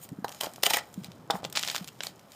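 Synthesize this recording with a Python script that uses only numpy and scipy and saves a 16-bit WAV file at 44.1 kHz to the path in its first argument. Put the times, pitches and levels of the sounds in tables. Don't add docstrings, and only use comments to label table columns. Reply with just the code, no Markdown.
import sys
import numpy as np
from scipy import signal
from scipy.fft import rfft, irfft, next_fast_len
from scipy.io import wavfile
from scipy.ndimage import uniform_filter1d

SR = 44100
rng = np.random.default_rng(int(sys.argv[2]) if len(sys.argv) > 2 else 0)


def generate_wav(sig):
    pcm = np.round(np.clip(np.atleast_2d(sig).T, -1, 1) * 32767).astype(np.int16)
    wavfile.write(sys.argv[1], SR, pcm)


N = 103635

# (frequency [Hz], gain [dB])
RASP_EQ = [(200, -30), (470, -15), (830, 1), (1400, -8), (2400, 1), (3400, -0.5), (4400, 0.5), (6000, -1),
           (8000, -7), (10000, -12), (15000, -33)]
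# (frequency [Hz], gain [dB])
HISS_EQ = [(1000, -9), (4000, -44), (7000, 7), (7700, -9), (8550, 9), (9800, -5.5), (11700, 4),
           (13200, 4.5), (14500, 5), (16000, 5.5)]
# (frequency [Hz], gain [dB])
HEEL_EQ = [(100, -38.5), (330, -23), (560, -2), (800, 0), (1050, 0), (1600, -7.5), (2200, -22.5),
           (5000, -63.5)]
# (frequency [Hz], gain [dB])
CHIP_EQ = [(300, -11), (1500, -22), (4000, 1), (7000, 14.5), (8600, 6.5), (10200, 3.5), (12000, 10.5),
           (15000, 0)]


def nail_skids():
    # (peak time [s], 20 dB rise [s], 20 dB fall [s], rasp [dB], hiss [dB], ring pitch [Hz], ring [dB])
    skids = [(0.2447, .001, 0.014, -51, -40, 4200, -38), (0.4107, 0.0032, 0.0031, -23, -21.5, 3180, -36),
             (0.635, 0.0035, 0.0038, -21.5, -15, 2880, -23.5), (0.6654, 0.011, 0.0076, -18, -22, 2970, -24),
             (0.7056, 0.013, 0.014, -24, -25, 2660, -30.5), (.7360, 0.004, 0.017, -21, -23, 2420, -32),
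             (0.743, .004, 0.016, -30, -35, 2300, -28.5), (.7630, 0.0069, 0.013, -34, -31, 2080, -35),
             (0.7704, 0.0034, 0.0081, -38, -23.5, 1980, -25.5),
             (0.7842, 0.0032, 0.017, -32.5, -40, 2160, -32.5),
             (1.3074, 0.0043, 0.0089, -27.5, -33, 3610, -25.5),
             (2.0690, 0.00067, 0.0032, -42, -50, 4070, -25.5)]
    overtone_ratio, overtone_db = 1.5, -9.5
    out, t = np.zeros(N), np.arange(N) / SR
    rasp, hiss = (steady(colour(grains(per_s=7500, spread_db=7), eq)) for eq in (RASP_EQ, HISS_EQ))
    for peak, rise, fall, rasp_db, hiss_db, ring_hz, ring_db in skids:
        swell = amp(-20 * np.maximum((peak - t) / rise, (t - peak) / fall).clip(0, 10))
        ring = nail_ring(ring_hz) + amp(overtone_db) * nail_ring(ring_hz * overtone_ratio)
        out += swell * (amp(rasp_db) * rasp + amp(hiss_db) * hiss + amp(ring_db) * ring)
    return out


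def nail_ring(hz, width_hz=300):
    resonance = signal.iirpeak(hz, hz / width_hz, SR)
    return steady(signal.lfilter(*resonance, rng.standard_normal(N)))


def nail_drag():
    # (time [s], rasp [dB], hiss [dB], heel drone [dB])
    faders = [(0, -66, -59, -62), (0.037, -54, -41, -64), (.08, -73, -71, -64.5), (.275, -80, -75, -60.5),
              (.285, -61, -51, -47), (0.398, -56.5, -60, -60), (.415, -41.5, -37, -39.5),
              (0.446, -42, -42.5, -43), (0.502, -58.5, -58, -56), (.628, -64, -63, -63),
              (.64, -38, -39, -38), (0.658, -39, -28.5, -39), (.688, -46.5, -44, -37.5),
              (.725, -43, -41, -45), (.757, -43, -53, -50), (0.794, -47, -61, -39), (.815, -55.5, -66, -52),
              (.89, -67.5, -64, -61), (1.02, -64, -64, -69), (1.055, -51.5, -57, -57),
              (1.085, -65.5, -75, -71), (1.297, -74, -87, -84), (1.317, -59, -77, -47),
              (1.358, -48.5, -44, -47), (1.417, -69.5, -77, -57.5), (1.453, -46, -49, -42.5),
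              (1.485, -75, -72, -71), (1.55, -54.5, -66, -54), (1.558, -34, -41, -46),
              (1.585, -33.5, -51, -56), (1.62, -44.5, -46, -69), (1.682, -38, -43.5, -45),
              (1.741, -44.5, -50, -56), (1.77, -39, -42, -47), (1.805, -57.5, -57, -56.5),
              (1.88, -61.5, -61, -66), (1.94, -66, -68, -63), (2.005, -64, -66, -62),
              (2.012, -52, -68, -68), (2.05, -45, -44, -50), (2.09, -53, -54, -61),
              (2.13, -66.5, -74, -64.5), (2.28, -72, -70, -59.5), (2.35, -55.5, -55, -57.5)]
    pressure = flutter(depth_db=2.3, size=150)
    return sum(amp(db) * unit(pressure * colour(grains(per_s=6000, spread_db=6.5), eq))
               for db, eq in zip(automation(faders), (RASP_EQ, HISS_EQ, HEEL_EQ)))


def grit_cracks(size=900):
    # (time [s], relative crunch level [dB], relative chip level [dB])
    cracks = [(0.0901, -49.5, -45.5), (0.282, -39.5, -45), (0.293, -43, -39.5), (0.3186, -48, -45),
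              (0.3234, -43, -45), (0.3473, -47, -43), (0.4348, -34, -31), (0.4438, -40.5, -35),
              (0.462, -35, -44), (0.5363, -52, -43), (0.5601, -46, -41.5), (0.625, -48, -40),
              (0.6327, -31, -32), (0.636, -17.5, -24), (0.9414, -48.5, -42.5), (1.036, -49, -50),
              (1.0448, -37.5, -41), (1.1179, -47.5, -52), (1.4428, -35.5, -52), (1.4499, -28, -49),
              (1.4996, -50, -44), (1.5265, -40.5, -34.5), (1.5538, -29.5, -54), (1.5607, -31.5, -41),
              (1.5656, -29.5, -44), (1.5730, -20, -42), (1.5764, -28, -43), (1.594, -29.5, -31),
              (1.5972, -40, -43), (1.6293, -30, -30.5), (1.6348, -24.5, -56), (1.6374, -38, -42),
              (1.6494, -34, -46), (1.6764, -28, -49), (1.6832, -33.5, -44), (1.6855, -28.5, -46),
              (1.6874, -32.5, -47), (1.6999, -25.5, -50), (1.7139, -33, -37), (1.7481, -30, -35),
              (1.7558, -30, -35), (1.763, -25, -36), (1.7802, -33, -39), (1.8443, -43, -40.5),
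              (1.876, -43, -40), (1.8814, -41.5, -41), (1.8875, -41, -43.5), (2.0062, -27.5, -45),
              (2.0338, -46, -34.5), (2.0356, -31.5, -33), (2.0685, -36.5, -36), (2.194, -53.5, -50.5),
              (2.3195, -47.5, -48.5)]
    # (frequency [Hz], gain [dB])
    crunch_eq = [(150, -15.5), (600, -7.5), (1500, -3.5), (2500, -1.5), (3600, 3.5), (5200, -4.5),
                 (7500, -10.5), (10000, -36), (15000, -58)]
    crunch_gain_db, chip_gain_db, pitch_scatter = 20.5, 19, 0.088
    snap_above_db, crumble_db_per_db, crumble_t60_s = -28, 0.4, 0.015
    out, t = np.zeros(N), np.arange(size) / SR
    for start, crunch_db, chip_db in cracks:
        crumble = amp(crumble_db_per_db * (snap_above_db - crunch_db))
        for eq, db in ((crunch_eq, crunch_db + crunch_gain_db), (CHIP_EQ, chip_db + chip_gain_db)):
            force = rng.standard_normal(size) * amp(-60 * t / crumble_t60_s)
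            force *= crumble / np.linalg.norm(force)
            force[0] += rng.choice([-1, 1])
            crack = colour(force, eq, ratio=np.exp(pitch_scatter * rng.standard_normal()))
            add(out, start, amp(db) * crack / np.linalg.norm(crack))
    return out


def heel_knocks(size=4000):
    # (time [s], level [dB], pitch [ratio], 60 dB decay [s])
    blows = [(0.2453, -23, 1.014, 0.025), (0.4107, -33.5, 1.1, 0.026), (0.429, -36.5, 1.18, 0.014),
             (.4345, -32, 0.97, 0.024), (.4435, -34.5, 1.1, 0.027), (0.4696, -31, 0.77, 0.022),
             (0.5822, -39, 0.83, 0.013), (.6350, -25, 0.836, 0.022), (0.6671, -27.5, 0.87, 0.047),
             (0.708, -27, 1.1, 0.032), (0.7417, -26, 1.02, 0.036), (0.7697, -27.5, 1.06, 0.038),
             (1.3008, -20.5, 1, 0.031), (1.3069, -26.5, 0.98, 0.048), (1.331, -38, 0.97, 0.073),
             (1.354, -28.5, 1.04, 0.021), (1.4315, -34.5, 0.69, 0.014), (1.4492, -36.5, 0.67, 0.044),
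             (1.5727, -29, 1.94, 0.0083), (1.7475, -28.5, 1.35, 0.0099), (2.0688, -41.5, 0.92, 0.017)]
    # (base frequency [Hz], relative level [dB], decay [ratio to the blow's])
    modes = [(370, -22.5, 0.58), (499, -8, 1.46), (690, -7, 1.4), (803, 3, 0.93), (931, -11, 2.2),
             (1190, -6.5, 0.84), (1520, -10.5, 1.3)]
    ring_db, rattle_db, attack_s = 1, -4.5, 0.00019
    out, t = np.zeros(N), np.arange(size) / SR
    attack = 1 - np.exp(-t / attack_s)
    for start, db, pitch, t60 in blows:
        ring = np.zeros(size)
        for hz, mode_db, decay_ratio in modes:
            decay = amp(mode_db + rng.normal(0, 1) - 60 * t / (t60 * decay_ratio))
            ring += decay * np.sin(2 * np.pi * hz * pitch * t)
        rattle = steady(colour(rng.standard_normal(size), HEEL_EQ, pitch)) * amp(-60 * t / t60)
        add(out, start, amp(db) * attack * (amp(ring_db) * ring + amp(rattle_db) * rattle))
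    return out


def boot_thuds(size=6000):
    # (time [s], relative level [dB], settled pitch [Hz], 60 dB decay [s])
    thuds = [(0.116, -23.5, 142, 0.03), (.125, -30.5, 246, 0.04), (0.186, -19.5, 190, 0.021),
             (.222, -34.5, 219, 0.036), (0.975, -24.5, 185.6, 0.057), (1.013, -37, 141, 0.062),
             (1.082, -36, 171, 0.068), (1.340, -28, 184, 0.062), (1.455, -38, 162, 0.068),
             (1.809, -31.5, 172, 0.062)]
    attack_s, pitch_lift, relax_s = 0.0023, 0.41, 0.003
    out, t = np.zeros(N), np.arange(size) / SR
    attack = (1 - np.exp(-t / attack_s)) ** 2
    for start, db, hz, t60 in thuds:
        cycles = np.cumsum(hz * (1 + pitch_lift * np.exp(-t / relax_s))) / SR
        add(out, start, 2 * amp(db - 60 * t / t60) * attack * np.sin(2 * np.pi * cycles))
    return out


def nail_sing(start_s=0.28, end_s=0.42, level_db=-62.5):
    t = np.arange(N) / SR
    touch = uniform_filter1d(1. 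* ((t > start_s) & (t < end_s)), size=500)
    chatter = unit(flutter(depth_db=10, size=200))
    return amp(level_db) * touch * chatter * nail_ring(hz=6660)


def sand_ticks(level_db=-73):
    return amp(level_db) * unit(colour(grains(per_s=97, spread_db=7), CHIP_EQ))


def boot_body(scrape, t60_s=0.013, tail_db=-7.5, size=1200):
    response = rng.standard_normal(size) * amp(-60 * np.arange(size) / SR / t60_s)
    response *= amp(tail_db) / np.linalg.norm(response)
    response[0] = 1
    return signal.fftconvolve(scrape, response / np.linalg.norm(response))[:N]


def echo(x, predelay_s=0.006):
    # (frequency [Hz], 60 dB decay [s])
    decay_times = [(200, 0.18), (900, 0.28), (3000, 0.17), (12000, 0.092)]
    hz, t, bands = signal.stft(rng.standard_normal(SR // 2), SR, nperseg=256)
    decay = amp(-60 * t / along(decay_times, hz)[:, None])
    _, tail = signal.istft(bands * decay, SR, nperseg=256)
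    out = np.zeros(N)
    add(out, predelay_s, signal.fftconvolve(x, tail / np.linalg.norm(tail)))
    return out


def outdoor_air(hiss_db=-67.5):
    # (frequency [Hz], gain [dB])
    rumble_eq = [(25, -18), (60, -13.5), (110, -1.5), (175, 0.5), (300, -7.5), (700, -14.5), (1300, -19),
                 (2500, -38), (8000, -64)]
    # (time [s], level [dB])
    rumble_fader = [(0, -53), (.4, -55.5), (.85, -52), (1.1, -50.5), (1.45, -49.5), (1.7, -54),
                    (1.97, -53.5), (2.15, -52), (2.35, -61)]
    # (frequency [Hz], gain [dB])
    air_eq = [(500, 1), (3000, 1), (7000, -6.5), (15000, -7)]
    rumble_db, = automation(rumble_fader)
    rumble, hiss = (unit(colour(rng.standard_normal(N), eq, size=8192)) for eq in (rumble_eq, air_eq))
    return amp(rumble_db) * rumble + amp(hiss_db) * hiss


def grains(per_s, spread_db):
    hits = rng.random(N) < per_s / SR
    polarity = rng.choice([-1, 1], N)
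    return hits * polarity * amp(spread_db * np.clip(rng.standard_normal(N), -2, 2))


def flutter(depth_db, size):
    return amp(depth_db * unit(uniform_filter1d(rng.standard_normal(N), size)))


def colour(x, eq, ratio=1, size=1024):
    hz = np.fft.rfftfreq(size, 1 / SR)
    cepstrum = irfft(np.log(amp(along(eq, hz / ratio))))
    cepstrum[1:size // 2] *= 2
    cepstrum[size // 2 + 1:] = 0
    return signal.fftconvolve(x, irfft(np.exp(rfft(cepstrum))))[:len(x)]


def steady(x, size=300):
    return x / np.sqrt(np.abs(uniform_filter1d(x ** 2, size)) + 1e-12)


def amp(db):
    return 10 ** (np.asarray(db) / 20)


def unit(x):
    return x / np.sqrt(np.mean(x ** 2) + 1e-20)


def along(points, hz):
    freqs, values = np.transpose(points)
    return np.interp(np.log(hz + 1), np.log(freqs + 1), values)


def automation(rows):
    times, *columns = np.transpose(rows)
    return [np.interp(np.arange(N) / SR, times, column) for column in columns]


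def add(track, start_s, sound):
    i = max(0, round(start_s * SR))
    track[i:i + len(sound)] += sound[:max(0, len(track) - i)]


def scene(echo_db=-16.5):
    boots = grit_cracks() + boot_body(nail_skids() + nail_drag() + sand_ticks())
    boots += nail_sing() + heel_knocks() + boot_thuds()
    return (boots + amp(echo_db) * echo(boots) + outdoor_air())[None]


def record(dry):
    low_cut_hz, top_hz = 119, 15450
    size = next_fast_len(N + SR // 2)
    thinned = signal.sosfilt(signal.butter(1, low_cut_hz, "highpass", fs=SR, output="sos"), dry)
    high_cut = 1 / (1 + (np.fft.rfftfreq(size, 1 / SR) / top_hz) ** 130)
    return irfft(rfft(thinned, size) * high_cut, size)[..., :N]


dry = scene()
out = record(dry)
generate_wav(out)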